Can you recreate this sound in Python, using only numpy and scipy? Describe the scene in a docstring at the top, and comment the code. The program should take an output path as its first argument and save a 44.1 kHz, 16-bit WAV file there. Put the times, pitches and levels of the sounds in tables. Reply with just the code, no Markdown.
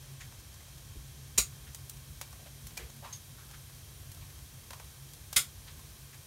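"""A low hum and a thin hiss, dotted with ticks and two sharp pops: logs burning in a closed wood stove,
heard in mono from a few steps away in a quiet room. The draught roars and hums in firebox and flue.
Embers slip with a gritty scrape, hot iron pings as it expands, and igniting gas gives soft thumps.
Two gas pockets split the wood open and ring the iron box; the logs tick as they crack."""
import sys
import numpy as np
from scipy import signal
from scipy.fft import rfft, irfft
from scipy.io import wavfile
from scipy.ndimage import uniform_filter1d

SR = 44100
rng = np.random.default_rng(int(sys.argv[2]) if len(sys.argv) > 2 else 0)


def pcm_store(signal):
    """Save signal as 16-bit PCM."""
    levels = np.round(np.clip(np.atleast_2d(signal), -1, 1) * 32767)
    wavfile.write(sys.argv[1], SR, levels.astype(np.int16).T)


N = 276066
TIME = np.arange(N) / SR
FREQS = np.maximum(np.fft.rfftfreq(N, 1 / SR), 1)
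HIT_SIZE = 16384  # samples in one short event
HIT_TIME = np.arange(HIT_SIZE) / SR
HIT_FREQS = np.maximum(np.fft.rfftfreq(HIT_SIZE, 1 / SR), 1)

# firebox resonances, fed differently by each pop because each lies elsewhere in the box:
# (frequency [Hz], width [Hz], feed from first pop [dB], feed from second pop [dB])
FIREBOX_MODES = [(1168, 110, -2.5, -2), (1390, 124, -5, 5.5), (2096, 230, -5.5, 8.5), (2400, 350, -3, -11),
                 (3500, 650, -15, 7), (3960, 220, 6, -15), (4600, 230, 2, 3.5), (5160, 150, 2, 8),
                 (5730, 140, 5.5, -1), (6100, 120, -6, 6), (6830, 400, 12, 7), (7360, 210, 5, 9),
                 (7770, 110, -3, 7), (8380, 370, 7, -8), (9100, 570, 3.5, 8.5), (9940, 340, -18, 5),
                 (10940, 270, 1, 2), (11600, 330, -10, 0), (12350, 240, 0, 6), (13600, 380, -10, 0)]


def amp(db):
    """Decibels to gain."""
    return 10 ** (np.asarray(db) / 20)


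def curve(rows):
    """Automation line through (time [s], value) points."""
    return np.interp(TIME, *np.transpose(rows))


def spectrum(freqs, points):
    """EQ gain through (frequency [Hz], level [dB]) points on a log-frequency axis."""
    hz, db = np.transpose(points)
    return amp(np.interp(np.log(freqs), np.log(hz), db))


def resonance(freqs, hz, width):
    """Gain of one resonance, 1 at its centre."""
    return 1 / np.sqrt(1 + ((freqs ** 2 - hz ** 2) / (freqs * width)) ** 2)


def colour(x, gain):
    """Causal filter that gives unit white noise the density `gain` per root Hz."""
    cepstrum = irfft(np.log(gain * np.sqrt(SR / 2) + 1e-9), len(x))
    # minimum phase keeps attacks sharp
    cepstrum[1:len(x) // 2] *= 2
    cepstrum[len(x) // 2 + 1:] = 0
    return irfft(rfft(x) * np.exp(rfft(cepstrum)), len(x))


def unit(x):
    """Scale to rms 1."""
    return x / np.std(x)


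def noise(gain):
    """Noise with the density `gain` per root Hz."""
    return colour(rng.standard_normal(2 * (len(gain) - 1)), gain)


def band(freqs, hz, width):
    """Noise in one resonance, at rms 1."""
    return unit(noise(resonance(freqs, hz, width) ** 2))


def fade(t60, hold=0):
    """Envelope that holds for `hold` seconds, then falls 60 dB in `t60` seconds."""
    return np.exp(-np.log(1000) * np.maximum(HIT_TIME - hold, 0) / t60)


def add(out, s, x):
    """Mix x into out from time s."""
    start = max(int(s * SR), 0)
    out[start:start + len(x)] += x[:N - start]


def flames(flare_s=0.023, flicker_hz=5.9, flicker_db=0.8):
    """Vigour of the flames in dB: the slow draught, brief flares and a random flicker."""
    # strength of the draught: (time [s], level [dB])
    draught_levels = [(0, -51), (.6, -53), (1.0, -50), (1.5, -49.5), (2.3, -52), (3.3, -52.5), (3.9, -51.5),
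                      (4.25, -48.5), (4.5, -52.5), (5.1, -52.5), (5.8, -51.5), (6.26, -55)]
    # flares that make the roar surge: (time [s], boost [dB])
    flares = [(.12, 5), (.26, 8), (2.11, 5.5), (2.65, 6), (2.84, 7), (4.01, 3.5), (5.79, 4)]
    surges = sum(db * np.exp(-((TIME - s) / flare_s) ** 2) for s, db in flares)
    flicker = band(FREQS, flicker_hz, width=flicker_hz)
    return curve(draught_levels) + surges + flicker_db * flicker


def draught(box_hz=135, box_db=-5.5, flue_hz=224.2):
    """Turbulent flames roar and keep the air in firebox and flue humming."""
    # tone of the roar: (frequency [Hz], relative level [dB])
    roar_eq = [(20, -100), (30, -106), (43, -76.5), (68, -70.5), (82, -75), (100, -69.5), (116, -81.5),
               (132, -73.5), (152, -78), (180, -90), (300, -96.5), (700, -112)]
    # the flue sings now and then: (time [s], level [dB])
    flue_levels = [(0, -77), (2.6, -73), (2.8, -65), (3.05, -59.5), (3.2, -74), (4.2, -79), (4.65, -66.5),
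                   (4.9, -76.5), (6.26, -74)]
    roar = unit(noise(spectrum(FREQS, roar_eq)))
    box = band(FREQS, box_hz, width=6.6)
    flue = band(FREQS, flue_hz, width=14)
    hum = roar + amp(box_db) * box
    # level the hum so that its slow swell follows the flames
    hum = hum / np.sqrt(uniform_filter1d(hum ** 2, size=8000))
    return hum * amp(flames()) + flue * amp(curve(flue_levels))


def hiss(split_hz=9000):
    """A thin, even bed of hiss whose top slowly brightens."""
    # tone of the hiss: (frequency [Hz], density [dB per Hz])
    hiss_eq = [(100, -100), (350, -93.5), (800, -97.5), (2800, -97.5), (4500, -96.5), (7000, -96.5),
               (8500, -96), (9700, -95), (10400, -99), (11500, -94.5), (13500, -99), (16000, -103.5)]
    # peaks and dips from box and room: (frequency [Hz], width [Hz], gain [dB])
    peaks = [(1076, 38, 5.5), (1360, 130, -2), (1580, 62, 3), (2000, 92, -3), (2970, 150, -5.5),
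             (3137, 275, 5), (3900, 83, 4.5), (5040, 140, -11.5), (5144, 150, 6), (5900, 240, 3.5),
             (6380, 140, 3), (7670, 470, -3), (12300, 250, 1)]
    # brightness above the split: (time [s], gain [dB])
    top_levels = [(0, -3), (1.2, -2.5), (2, -1), (4, -0.5), (6.26, -0.5)]
    peaks_db = sum(db * np.exp(-2 * ((FREQS - hz) / width) ** 2) for hz, width, db in peaks)
    gain = spectrum(FREQS, hiss_eq) * amp(peaks_db)
    low_share = 1 / (1 + (FREQS / split_hz) ** 8)
    body = noise(gain * np.sqrt(low_share))
    top = noise(gain * np.sqrt(1 - low_share))
    return body + top * amp(curve(top_levels))


def rub(hz, width, rise, t60):
    """Friction: a band of noise that swells for `rise` seconds and dies away."""
    return band(HIT_FREQS, hz, width) * np.minimum(HIT_TIME / rise, 1) * fade(t60, rise)


def embers(rise_s=0.013):
    """Charcoal slips: a gritty scrape swells and dies with the note of the piece that moves."""
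    # slipping embers: (time [s], note level [dB], note [Hz], grit relative to note [dB], t60 [s])
    slips = [(0.199, -50.5, 1950, -2, .15), (0.945, -52.5, 298, -15, 0.12), (1.664, -56.5, 1680, -2, .15),
             (2.390, -58, 610, -9, .18), (2.455, -54.5, 590, -0.5, .09), (2.782, -52, 436, 2, 0.37),
             (3.022, -45, 670, -14, .12), (3.037, -48.5, 1020, -2, 0.32), (3.374, -59.5, 1370, -5, 0.47),
             (3.528, -57, 1500, 4, 0.14), (4.206, -60, 990, 3.5, 0.18), (5.670, -56.5, 3920, 4, 0.18),
             (6.122, -61.5, 1800, 3.5, .15)]
    out = np.zeros(N)
    for s, db, hz, grit_db, t60 in slips:
        note = rub(hz, width=0.46 * hz, rise=rise_s, t60=t60)
        grit = rub(hz=2000, width=3900, rise=rise_s, t60=t60)
        add(out, s, amp(db) * (note + amp(grit_db) * grit))
    return out


def pings(rasp_db=-6):
    """Hot iron expands: a joint slips with a short rasp and rings one high note."""
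    # slipping joints: (time [s], note level [dB], note [Hz], width [Hz])
    joints = [(0.203, -50.5, 6850, 1200), (3.124, -41, 6450, 230)]
    out = np.zeros(N)
    for s, db, hz, width in joints:
        note = rub(hz, width, rise=0.0049, t60=0.17)
        rasp = rub(hz=4860, width=7000, rise=0.008, t60=0.2)
        add(out, s, amp(db) * (note + amp(rasp_db) * rasp))
    return out


def puffs():
    """Gas flares up and thumps the air in the stove."""
    # igniting gas: (time [s], peak level [dB], pitch [Hz], t60 [s])
    ignitions = [(0.9653, -33, 56.7, 0.11), (1.385, -33.5, 54.5, 0.17)]
    out = np.zeros(N)
    for s, db, hz, t60 in ignitions:
        add(out, s, amp(db) * np.sin(2 * np.pi * hz * HIT_TIME) * fade(t60))
    return out


def pops(first_snap=0.44, crack=0.23, thud_hz=200, iron_db=-13):
    """A snap tears the wood open; the full burst thuds, rattles round the firebox and rings its iron."""
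    # bursting gas pockets: (time [s], level [dB per Hz], opening time [s], t60 [s], thud [dB per Hz])
    pockets = [(1.3772, -62.5, 0.0047, 0.16, -58.5), (5.3618, -63.5, .004, 0.17, -68.5)]
    # tone of the splitting wood: (frequency [Hz], gain [dB])
    split_eq = [(40, -8), (130, -5), (260, -13), (600, -10), (1700, -13), (2500, -3.5), (9000, -9.5),
                (13000, -6), (16000, -9)]
    wood_power = spectrum(HIT_FREQS, split_eq) ** 2
    out = np.zeros(N)
    for k, (s, db, rise, t60, thud_db) in enumerate(pockets):
        feed_db = [row[2 + k] for row in FIREBOX_MODES]
        opening = first_snap + (1 - first_snap) * np.minimum(HIT_TIME / rise, 1) ** 4
        decay = fade(t60, rise) + crack * fade(0.057, rise)
        burst = rng.standard_normal(HIT_SIZE) * opening * decay
        box_power = sum((amp(feed) * resonance(HIT_FREQS, hz, 1.67 * width) ** 2) ** 2
                        for (hz, width, *_), feed in zip(FIREBOX_MODES, feed_db))
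        add(out, s, colour(burst, amp(db) * np.sqrt(box_power + wood_power)))
        add(out, s + rise, amp(db + iron_db) * iron(feed_db, t60=0.16))
        thud = rng.standard_normal(HIT_SIZE) * fade(0.048)
        add(out, s + rise, colour(thud, amp(thud_db) * resonance(HIT_FREQS, thud_hz, width=360) ** 2))
    return out


def iron(feed_db, t60):
    """The iron plates ring on at the resonances of the firebox."""
    partials = sum(amp(db) * np.sqrt(width) * np.sin(2 * np.pi * (hz * HIT_TIME + rng.random()))
                   for (hz, width, *_), db in zip(FIREBOX_MODES, feed_db))
    return partials * fade(t60)


def fibres(spread_db, snap_samples=16):
    """Wood fibres give way in dense snaps of uneven size."""
    snaps = rng.standard_normal(HIT_SIZE)
    sizes_db = spread_db * rng.standard_normal(HIT_SIZE // snap_samples)
    return unit(snaps * amp(np.repeat(sizes_db, snap_samples)))


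def tick(db, tilt_db, note_hz, note_db, pivot_hz=3600):
    """A short crack with the hollow note of its piece of wood, then the ring of the box."""
    # tone that all ticks share: (frequency [Hz], gain [dB])
    tick_eq = [(900, 0.5), (2200, -2), (6500, 2.5), (13000, -2.5)]
    crack = fibres(spread_db=3.5) * (fade(0.043) + 0.62 * fade(0.0019))
    ring_db = -13 - 0.55 * tilt_db  # dull ticks lie deep in the pile and ring the box more
    ring = rng.standard_normal(HIT_SIZE) * amp(ring_db) * fade(0.2)
    low_cut = 1 / np.sqrt(1 + (560 / HIT_FREQS) ** 6)  # splinters radiate no bass
    note = amp(note_db) * resonance(HIT_FREQS, note_hz, width=100 + 0.023 * note_hz) ** 2
    tilted_eq = [(hz, band_db + tilt_db * np.log2(hz / pivot_hz)) for hz, band_db in tick_eq]
    return colour(crack + ring, amp(db) * np.hypot(note, low_cut * spectrum(HIT_FREQS, tilted_eq)))


def ticks(faint_count=40, faint_db=-98, scatter_db=3, dull_tilt_db=-1.5, tilt_spread_db=1.5):
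    """The burning wood cracks: clear ticks, and faint dull ones scattered deep in the pile."""
    # clear ticks: (time [s], level [dB per Hz], tilt [dB per octave], note [Hz], note gain [dB])
    clear_ticks = [(1.7466, -83, 2, 3900, 6), (1.896, -85, 4.5, 8600, 15), (2.2133, -76, -1.5, 2340, 9),
                   (2.3280, -89, -3, 1110, 14), (2.6692, -83.5, 1.5, 6270, 11.5),
                   (2.7709, -84, -1.5, 1970, 12), (2.7748, -77, -.8, 2380, 17.5),
                   (2.8980, -90.5, -2.5, 6500, 12), (4.1168, -88.5, 2, 12500, 9),
                   (4.1463, -93.5, 2.3, 12500, 7), (4.706, -82, -3, 1070, 15),
                   (4.732, -82, -3.5, 1080, 16.5), (4.7986, -86.5, -5, 1070, 16),
                   (5.1349, -88.5, 2, 9100, 8), (5.3284, -75.5, 0.5, 1120, 1),
                   (5.7927, -92.5, -3, 1080, 16)]
    out = np.zeros(N)
    for s, db, tilt_db, note_hz, note_db in clear_ticks:
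        add(out, s, tick(db, tilt_db, note_hz, note_db))
    for s in rng.uniform(0, N / SR, faint_count):
        db = rng.normal(faint_db, scatter_db)
        tilt_db = rng.normal(dull_tilt_db, tilt_spread_db)
        add(out, s, tick(db, tilt_db, note_hz=rng.uniform(530, 2500), note_db=9))
    return out


def scene():
    """The crackle of the stove over its bed of hum and hiss, the same in both channels."""
    stove = pops() + ticks() + embers() + pings() + puffs() + draught() + hiss()
    return np.array([stove, stove])


def record(dry, low_hz=30, top_hz=15700):
    """Trim the deepest rumble and the very top of the mix."""
    low_cut = signal.butter(4, low_hz, "high", fs=SR, output="sos")
    high_cut = signal.ellip(10, .1, 70, top_hz, fs=SR, output="sos")
    return signal.sosfilt(high_cut, signal.sosfilt(low_cut, dry))


dry = scene()
out = record(dry)
pcm_store(out)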